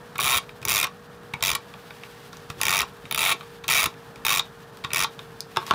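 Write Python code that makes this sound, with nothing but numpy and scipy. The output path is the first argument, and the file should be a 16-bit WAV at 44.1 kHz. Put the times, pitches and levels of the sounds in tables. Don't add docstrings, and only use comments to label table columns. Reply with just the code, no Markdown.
import sys
import numpy as np
from scipy import signal
from scipy.fft import rfft, irfft, next_fast_len
from scipy.io import wavfile
from scipy.ndimage import map_coordinates

SR = 44100
rng = np.random.default_rng(int(sys.argv[2]) if len(sys.argv) > 2 else 0)


def int16_out(signal):
    q = np.round(np.clip(np.atleast_2d(signal).T, -1, 1) * 32767)
    wavfile.write(sys.argv[1], SR, q.astype(np.int16))


def ratio(d):
    e = np.asarray(d, float) / 20
    return 10 ** e


N = 253134

# centre_hz, width_hz, level_db
HOLLOW_MODES = [(670, 101, -6), (894, 41, 0.5), (1094, 85, 3), (1343, 210, -1)]
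WALL_MODES = [(1858, 130, -1), (2314, 207, 5.5), (2664, 296, 0)]
NOSE_MODES = [(3222, 410, -2.5), (3752, 163, 4.5), (4380, 830, -10.5)]
# start_s, end_s, rumble_db
STROKES = [(0.195, 0.375, -42.5), (0.654, .852, -43), (1.424, 1.558, -45.5), (2.584, 2.833, -44),
           (3.115, 3.35, -46.5), (3.685, 3.87, -43), (4.259, 4.398, -45.5), (4.93, 5.044, -44)]


def unit(x):
    return x / np.sqrt(np.mean(x ** 2) + 1e-20)


def along(points, hz):
    point_hz, value = np.transpose(points)
    return np.interp(np.log(hz + 1), np.log(point_hz + 1), value)


def wobble(knots_per_s):
    knots = rng.standard_normal(int(N * knots_per_s / SR) + 4)
    return map_coordinates(knots, [np.arange(N) * knots_per_s / SR])


def filtered(x, response):
    m = next_fast_len(N + SR // 2)
    return irfft(rfft(x, m) * response(np.fft.rfftfreq(m, 1 / SR)), m)[:N]


def rung(x, modes):
    def shape(f):
        total = 0
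        for k, (centre_hz, width_hz, db) in enumerate(modes):
            loss = 1j * f * width_hz
            total = total + (-1) ** k * ratio(db) * loss / (centre_hz * centre_hz - f * f + loss)
        return total

    power = np.mean(abs(shape(np.linspace(1, SR / 2, num=4096))) ** 2)
    return filtered(x, lambda f: shape(f) / np.sqrt(power))


def snaps(s, db):
    return np.bincount(np.round(s * SR).astype(int), ratio(db), N + 1)[:N]


def bursts(s, ms, db, rise_ms, fall_ms, grain_db):
    t_ms = np.arange(SR // 20) * 1000 / SR
    rise = np.clip(t_ms / np.c_[rise_ms + 0 * s], 0, 1)
    fall = np.exp(-np.clip(t_ms - np.c_[ms], 0, None) / fall_ms)
    where = np.round(np.c_[s] * SR).astype(int) + np.arange(len(t_ms))
    burst_power = (ratio(np.c_[db]) * rise * fall) ** 2
    power = np.bincount(where.ravel(), burst_power.ravel(), N + SR)[:N]
    grains = ratio(grain_db * wobble(2500)) * rng.standard_normal(N)
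    return np.sqrt(power) * unit(grains)


def during(gains_db, edge_s=0.024):
    t = np.arange(N) / SR
    total = 0
    for (start_s, end_s, _), db in zip(STROKES, gains_db):
        inside = np.clip(np.minimum(t - start_s, end_s - t) / edge_s + 1, 0, 1)
        total = total + ratio(db) * inside
    return total


def peeling():
    # hollow_db, wall_db, nose_db, film_db, spool_db
    grip = [
        (0, 0, 1, -2.5, 0),
        (2.5, 4, 2, -0.5, -1),
        (.5, 1.5, 2.5, 3, -2),
        (-1, 0, -3.5, 1.5, 1),
        (0, 1.5, 1.5, -3.5, 1.5),
        (-.5, 3, 0, 0, -2.5),
        (0.5, 3, 2.5, 0, -7),
        (1, 2.5, 0, 2, 2.5),
    ]
    # centre_hz, width_hz, level_db
    film_modes = [(4810, 510, -0.5), (5690, 510, 3), (7340, 960, -5)]
    fizz_modes = [(9160, 2140, -3), (11900, 2350, -2), (15140, 2850, 0.5)]
    spool_hz = [9900, 10830, 10000, 10100, 9920, 9700, 9900, 10020]

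    s, ms, crackle_db, case_db = jerks()
    hollow_db, wall_db, nose_db, film_db, spool_db = np.transpose(grip)
    hold_ms = np.clip(ms - 1.2, 0.3, None)

    crackle = bursts(s, hold_ms, crackle_db, rise_ms=0.5 * ms, fall_ms=0.89, grain_db=0.9)
    fizz = ratio(-0.5) * rung(crackle, fizz_modes)
    film = ratio(-3.5) * rung(during(film_db) * crackle, film_modes)
    spool = 0
    for k, hz in enumerate(spool_hz):
        only_this_db = spool_db - 120 * (np.arange(len(grip)) != k)
        spool = spool + rung(during(only_this_db) * crackle, [(hz, 410, 0)])
    spool = ratio(-9) * spool

    release = snaps(s + 0.0007, case_db + 19)
    catch = snaps(s + (0.5 + hold_ms) / 1000, case_db + 15)
    snap = release - catch
    shake = bursts(s, hold_ms, case_db - 3, rise_ms=0.4, fall_ms=1.4, grain_db=1.2) + snap
    slow = bursts(s, hold_ms, case_db, rise_ms=0.69, fall_ms=3.07, grain_db=2)
    hollow = ratio(-6.5) * rung(during(hollow_db) * (slow + 0.5 * snap), HOLLOW_MODES)
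    wall = ratio(-4.0) * rung(during(wall_db) * shake, WALL_MODES)
    nose = ratio(-6) * rung(during(nose_db) * (shake + 0.62 * slow), NOSE_MODES)
    return fizz + film + spool + hollow + wall + nose


def jerks():
    # time_s, glue_steps
    travel = [
        [(.2003, 1), (.2055, 2), (.227, 4), (.2791, 11), (.304, 14), (.3506, 20), (.3689, 22), (.3813, 24)],
        [(.6508, 0), (.6831, 1), (.7173, 6), (.7292, 7), (.7563, 10), (.7987, 14), (.8121, 15), (.8273, 16),
         (.8403, 17)],
        [(1.4243, 0), (1.4489, 2), (1.4895, 6), (1.5141, 8), (1.5501, 9)],
        [(2.6133, 0), (2.652, 2), (2.6814, 4), (2.7045, 6), (2.7668, 12), (2.7884, 14), (2.8049, 15),
         (2.8159, 16)],
        [(3.1104, 0), (3.146, 1), (3.176, 2), (3.1912, 3), (3.2047, 4), (3.2284, 6), (3.2702, 10), (3.3129, 14),
         (3.3211, 15)],
        [(3.68, 0), (3.707, 3), (3.7115, 4), (3.7215, 5), (3.7359, 7), (3.7456, 8), (3.809, 17), (3.8394, 20),
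         (3.8568, 21)],
        [(4.2492, 0), (4.2815, 2), (4.3025, 4), (4.339, 8), (4.358, 10), (4.3718, 11), (4.3801, 12)],
        [(4.9322, 0), (4.9586, 2), (5.0225, 8), (5.0334, 9)],
    ]
    # crackle_first_db, crackle_last_db, case_first_db, case_last_db, catch_db
    force = [
        (-23, -21.5, -24, -21.5, -15),
        (-19.5, -20, -27, -23.5, -17),
        (-22, -21, -22, -23, -20),
        (-20.5, -23, -17.5, -20.5, -19),
        (-21.5, -23.5, -22, -21, -6),
        (-20.5, -21.5, -21.5, -22, -13),
        (-21, -22, -22, -24, -16),
        (-22, -24.5, -22, -23, -21),
    ]
    # start_s, length_ms, crackle_db, case_db
    strays = [(.1809, 2, -22, -24), (.6753, 2.6, -35, -31.5), (1.5277, 8.1, -34, -30),
              (2.7982, 3, -37, -18), (2.826, 3.1, -38, -38), (3.1814, 1.9, -20, -25),
              (3.3257, 5.8, -31, -29), (4.255, 1.8, -20.5, -28), (4.3923, 1.9, -29, -28),
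              (5.0427, 3.2, -39, -21)]
    limp_ms = 0.8
    reference_ms, first_ms, last_ms = 3.45, 2.9, 4.4

    rows = [strays]
    for points, (crackle_0, crackle_1, case_0, case_1, catch_db) in zip(travel, force):
        at_s, steps = np.transpose(points)
        k = np.arange(steps[0], steps[-1] + 1)
        s = np.interp(k, steps, at_s) - k % 2 * limp_ms / 1000
        gone = (k - k[0]) / (k[-1] - k[0])
        luck = rng.standard_normal((len(k), 4))
        ms = (first_ms + (last_ms - first_ms) * np.sqrt(gone)) * np.exp(0.2 * luck[:, 0])
        softer_db = 4 * np.log2(ms / reference_ms)
        crackle_db = crackle_0 + (crackle_1 - crackle_0) * gone - softer_db + 1.1 * luck[:, 1]
        case_db = case_0 + (case_1 - case_0) * gone + 0.9 * luck[:, 2]
        rows.append(np.c_[s, ms, crackle_db, case_db])

        late_s = s[:-1] + np.minimum(np.diff(s) / 2, 13 / 1000)
        weaker_db = catch_db + 2 * luck[:-1, 3]
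        rows.append(np.c_[late_s, ms[:-1], crackle_db[:-1] + weaker_db, case_db[:-1] + weaker_db])
    return np.concatenate(rows).T


def taps():
    # start_s, wall_db, nose_db, tick_db, hollow_db
    tap_rows = [(0.4919, -40.5, -45, -57, -45), (0.6165, -50, -50, -43, -54), (1.4074, -56, -42, -51, -43),
                (1.7384, -41, -43, -63, -45), (1.9061, -36.5, -45, -53, -41.5),
                (2.0345, -35.5, -43, -54, -44), (2.3297, -51, -41, -45, -44.5),
                (2.3693, -49, -52, -42.5, -49), (2.5009, -32, -34, -32.5, -34),
                (2.6024, -49, -56, -49, -37), (3.054, -40, -41.5, -62, -44.5),
                (3.4082, -36, -42.5, -67, -42.5), (3.4296, -47, -53, -69, -43),
                (3.6416, -39, -37, -44, -41.5), (3.9399, -42, -49, -65, -52), (4.1582, -42, -46, -48, -41),
                (4.7713, -49, -49, -46, -65), (4.8464, -31, -27, -47, -32.5),
                (5.1911, -38, -33.5, -51, -44), (5.4056, -52, -45, -28, -56), (5.5613, -30, -35, -46, -29),
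                (5.6655, -48, -44, -31, -46)]
    # start_s, wall_db, nose_db, tick_db, hollow_db
    lift_rows = [(0.1894, -22.5, -36, -52, -24), (.8495, -32, -33, -40, -30.5), (1.554, -31, -24, -36, -31),
                 (.869, -35, -41, -37.5, -36), (2.8282, -41, -35, -38, -27.5),
                 (3.8571, -31, -35, -40, -28.5), (3.8674, -35, -40, -48, -32), (4.3948, -26, -18, -30, -26),
                 (4.404, -37, -29, -48, -31.5), (5.0436, -26, -25, -35, -27)]
    # start_s, wall_db, nose_db, tick_db, hollow_db
    press_rows = [(0.1544, -39, -38.5, -48, -37), (0.626, -42, -43, -43, -44),
                  (1.3354, -27.5, -35.5, -40.5, -32), (3.6374, -44, -44, -52, -45),
                  (4.8379, -34, -38, -48, -37), (4.9028, -38, -44, -54, -43), (4.9144, -37, -43, -55, -42)]
    # start_s, peak_db
    thud_rows = [(0.155, -39), (0.621, -36), (1.336, -30), (2.499, -29.5), (3.043, -34), (3.642, -45),
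                 (4.846, -29.5), (5.572, -30.5), (5.71, -25.5), (5.734, -26)]

    push = snaps(*np.transpose(thud_rows)) * ratio(20)
    thud = rung(push, [(81, 63, 3.0), (149, 54, 10.0), (340, 140, -6.5)])
    sharp = contacts(tap_rows + lift_rows, ms=0.73, snap_db=12.5, gain_db=-0.13)
    soft = contacts(press_rows, ms=3.9, snap_db=-20, gain_db=-0.5)
    return sharp + soft + thud


def contacts(rows, ms, snap_db, gain_db):
    # centre_hz, width_hz, level_db
    paper_modes = [(900, 120, -7), (1120, 55, 0), (1370, 160, -5)]
    s, wall_db, nose_db, tick_db, hollow_db = np.transpose(rows)

    def touch(db, fall_ms):
        rub = bursts(s, ms + 0 * s, db, rise_ms=0.46 * ms, fall_ms=fall_ms, grain_db=2.5)
        return rub + snaps(s + 0.0004, db + snap_db)

    tick = rung(touch(tick_db + 1.0, 1.1), [(4940, 1500, 1.5), (8600, 3000, -3.0), (13500, 3900, -7.5)])
    wall = rung(touch(wall_db + 2.0, 1.44), WALL_MODES)
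    nose = rung(touch(nose_db + 2.5, 2.5), NOSE_MODES)
    hollow = rung(touch(hollow_db + 3, 6.0), paper_modes)
    return ratio(gain_db) * (tick + wall + nose + hollow)


def landing():
    # start_s, peak_db, crack_db
    bounces = [(5.57, -6, -12.5), (5.581, -22, -33), (5.589, -28, -43), (5.616, -27, -44),
               (5.627, -26, -41), (5.678, -27, -32), (5.702, -24, -36), (5.7091, -2.5, -9.5),
               (5.722, -15, -31), (5.736, -12, -24)]
    # centre_hz, width_hz, level_db
    table_modes = [(380, 90, -17), (680, 90, -13), (900, 70, -7), (1110, 42, 0), (1330, 110, -9),
                   (1590, 110, -12)]
    s, peak_db, crack_db = np.transpose(bounces)
    blow = bursts(s, 0 * s + 1.0, peak_db - 13, rise_ms=0.3, fall_ms=2.5, grain_db=0.0)
    blow = blow + snaps(s, peak_db + 13)
    crack = bursts(s, 0 * s + 0.96, crack_db - 3.5, rise_ms=0.2, fall_ms=1.0, grain_db=-1.0)
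    crack = crack + snaps(s, crack_db + 3)
    crack_modes = [(2300, 490, -1), (3500, 770, 2.0), (5400, 2000, -11.0), (9000, 1500, -14)]
    return rung(blow, table_modes) + rung(crack, crack_modes)


def slide():
    # time_s, level_db
    scrape_points = [(5.56, -68), (5.575, -39), (5.62, -55), (5.655, -56), (5.672, -53), (5.74, -35)]
    s, db = np.transpose(scrape_points)
    scrape = ratio(5.4 * wobble(400)) * rng.standard_normal(N)
    level_db = np.interp(np.arange(N) / SR, s, db, left=-120)
    return ratio(level_db) * unit(rung(scrape, HOLLOW_MODES[1:] + WALL_MODES + NOSE_MODES))


def rumble():
    low = rung(rng.standard_normal(N), [(71.5, 17, -0.5), (145.6, 42, 0), (398, 116, -6.5)])
    return during(np.transpose(STROKES)[-1]) * ratio(2.0 * wobble(25.27)) * unit(low)


def rustle():
    # time_s, level_db
    rub_points = [(0, -58.5), (1.6, -61), (1.79, -55), (1.9, -55.5), (2.1, -53.5), (2.3, -55), (2.48, -58),
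                  (2.505, -48), (2.535, -58), (2.57, -59), (2.605, -47.5), (2.63, -56.5), (5.45, -59),
                  (5.66, -50.5), (5.67, -43), (5.7, -44), (5.716, -62)]
    # freq_hz, density_db_per_hz
    cloth_spectrum = [(600, -30), (1500, 0), (3500, 0), (7000, -10.5), (12000, -12), (16000, -12.5)]
    s, db = np.transpose(rub_points)
    grains = ratio(1.07 * wobble(300)) * rng.standard_normal(N)
    noise = filtered(grains, lambda f: ratio(along(cloth_spectrum, f)))
    flutter_db = 1.8 * wobble(35)
    return ratio(np.interp(np.arange(N) / SR, s, db) + 2.0 + flutter_db) * unit(noise)


def room(x):
    # freq_hz, t60_s
    decay = [(300, 0.29), (1500, 0.13), (5000, 0.14), (14000, 0.036)]
    out, block = np.zeros(N + SR), SR // 10
    for start in range(0, N, block):
        hz, t, z = signal.stft(rng.standard_normal(SR // 4), SR, nperseg=128)
        fade = ratio(-60 * t / along(decay, hz)[:, None])
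        tail = signal.istft(z * fade, SR, nperseg=128)[1]
        answer = signal.fftconvolve(x[start:start + block], tail / np.linalg.norm(tail))
        out[start + 60:][:len(answer)] += answer
    return out[:N]


def air():
    # freq_hz, density_db_per_hz
    background_spectrum = [(12, -73), (20, -62), (45, -9.5), (86, -14), (102, -5.5), (160, -2.5), (372, -16),
                           (465, -12), (551, -13.5), (709, -12.5), (1110, -12.5), (1840, -15.5), (2010, -27.5),
                    (15200, -47), (16500, -63)]
    # first_hz, last_hz, level_db
    whines = [(481.4, 458.3, -51), (424.5, 401, -58)]
    drift_db = 0.6 * wobble(5)
    noise = filtered(rng.standard_normal(N), lambda f: ratio(along(background_spectrum, f)))
    tone = ratio(-47.5 + drift_db) * unit(noise)
    for first_hz, last_hz, db in whines:
        phase = 2 * np.pi * np.cumsum(np.linspace(first_hz, last_hz, N)) / SR
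        tone = tone + ratio(db + 2.5 + 1.1 * wobble(3.13)) * np.sin(phase)
    return tone


def scene():
    near = peeling() + taps() + landing() + slide()
    mix = near + ratio(-10.5) * room(near) + rumble() + rustle() + air()
    return mix[None]


def roll_off(x):
    return signal.sosfilt(signal.butter(12, 17000, fs=SR, output="sos"), x)


def record(dry):
    # freq_hz, gain_db
    rolloff = [(15500, 0.5), (16000, -27), (16800, -39), (17100, -70)]
    rounded = dry[0] / (1 + abs(dry[0] / 0.46) ** 6) ** (1 / 6)
    mix = filtered(rounded, lambda f: ratio(along(rolloff, f)))[None]
    return roll_off(mix)


dry = scene()
out = record(dry)
int16_out(out)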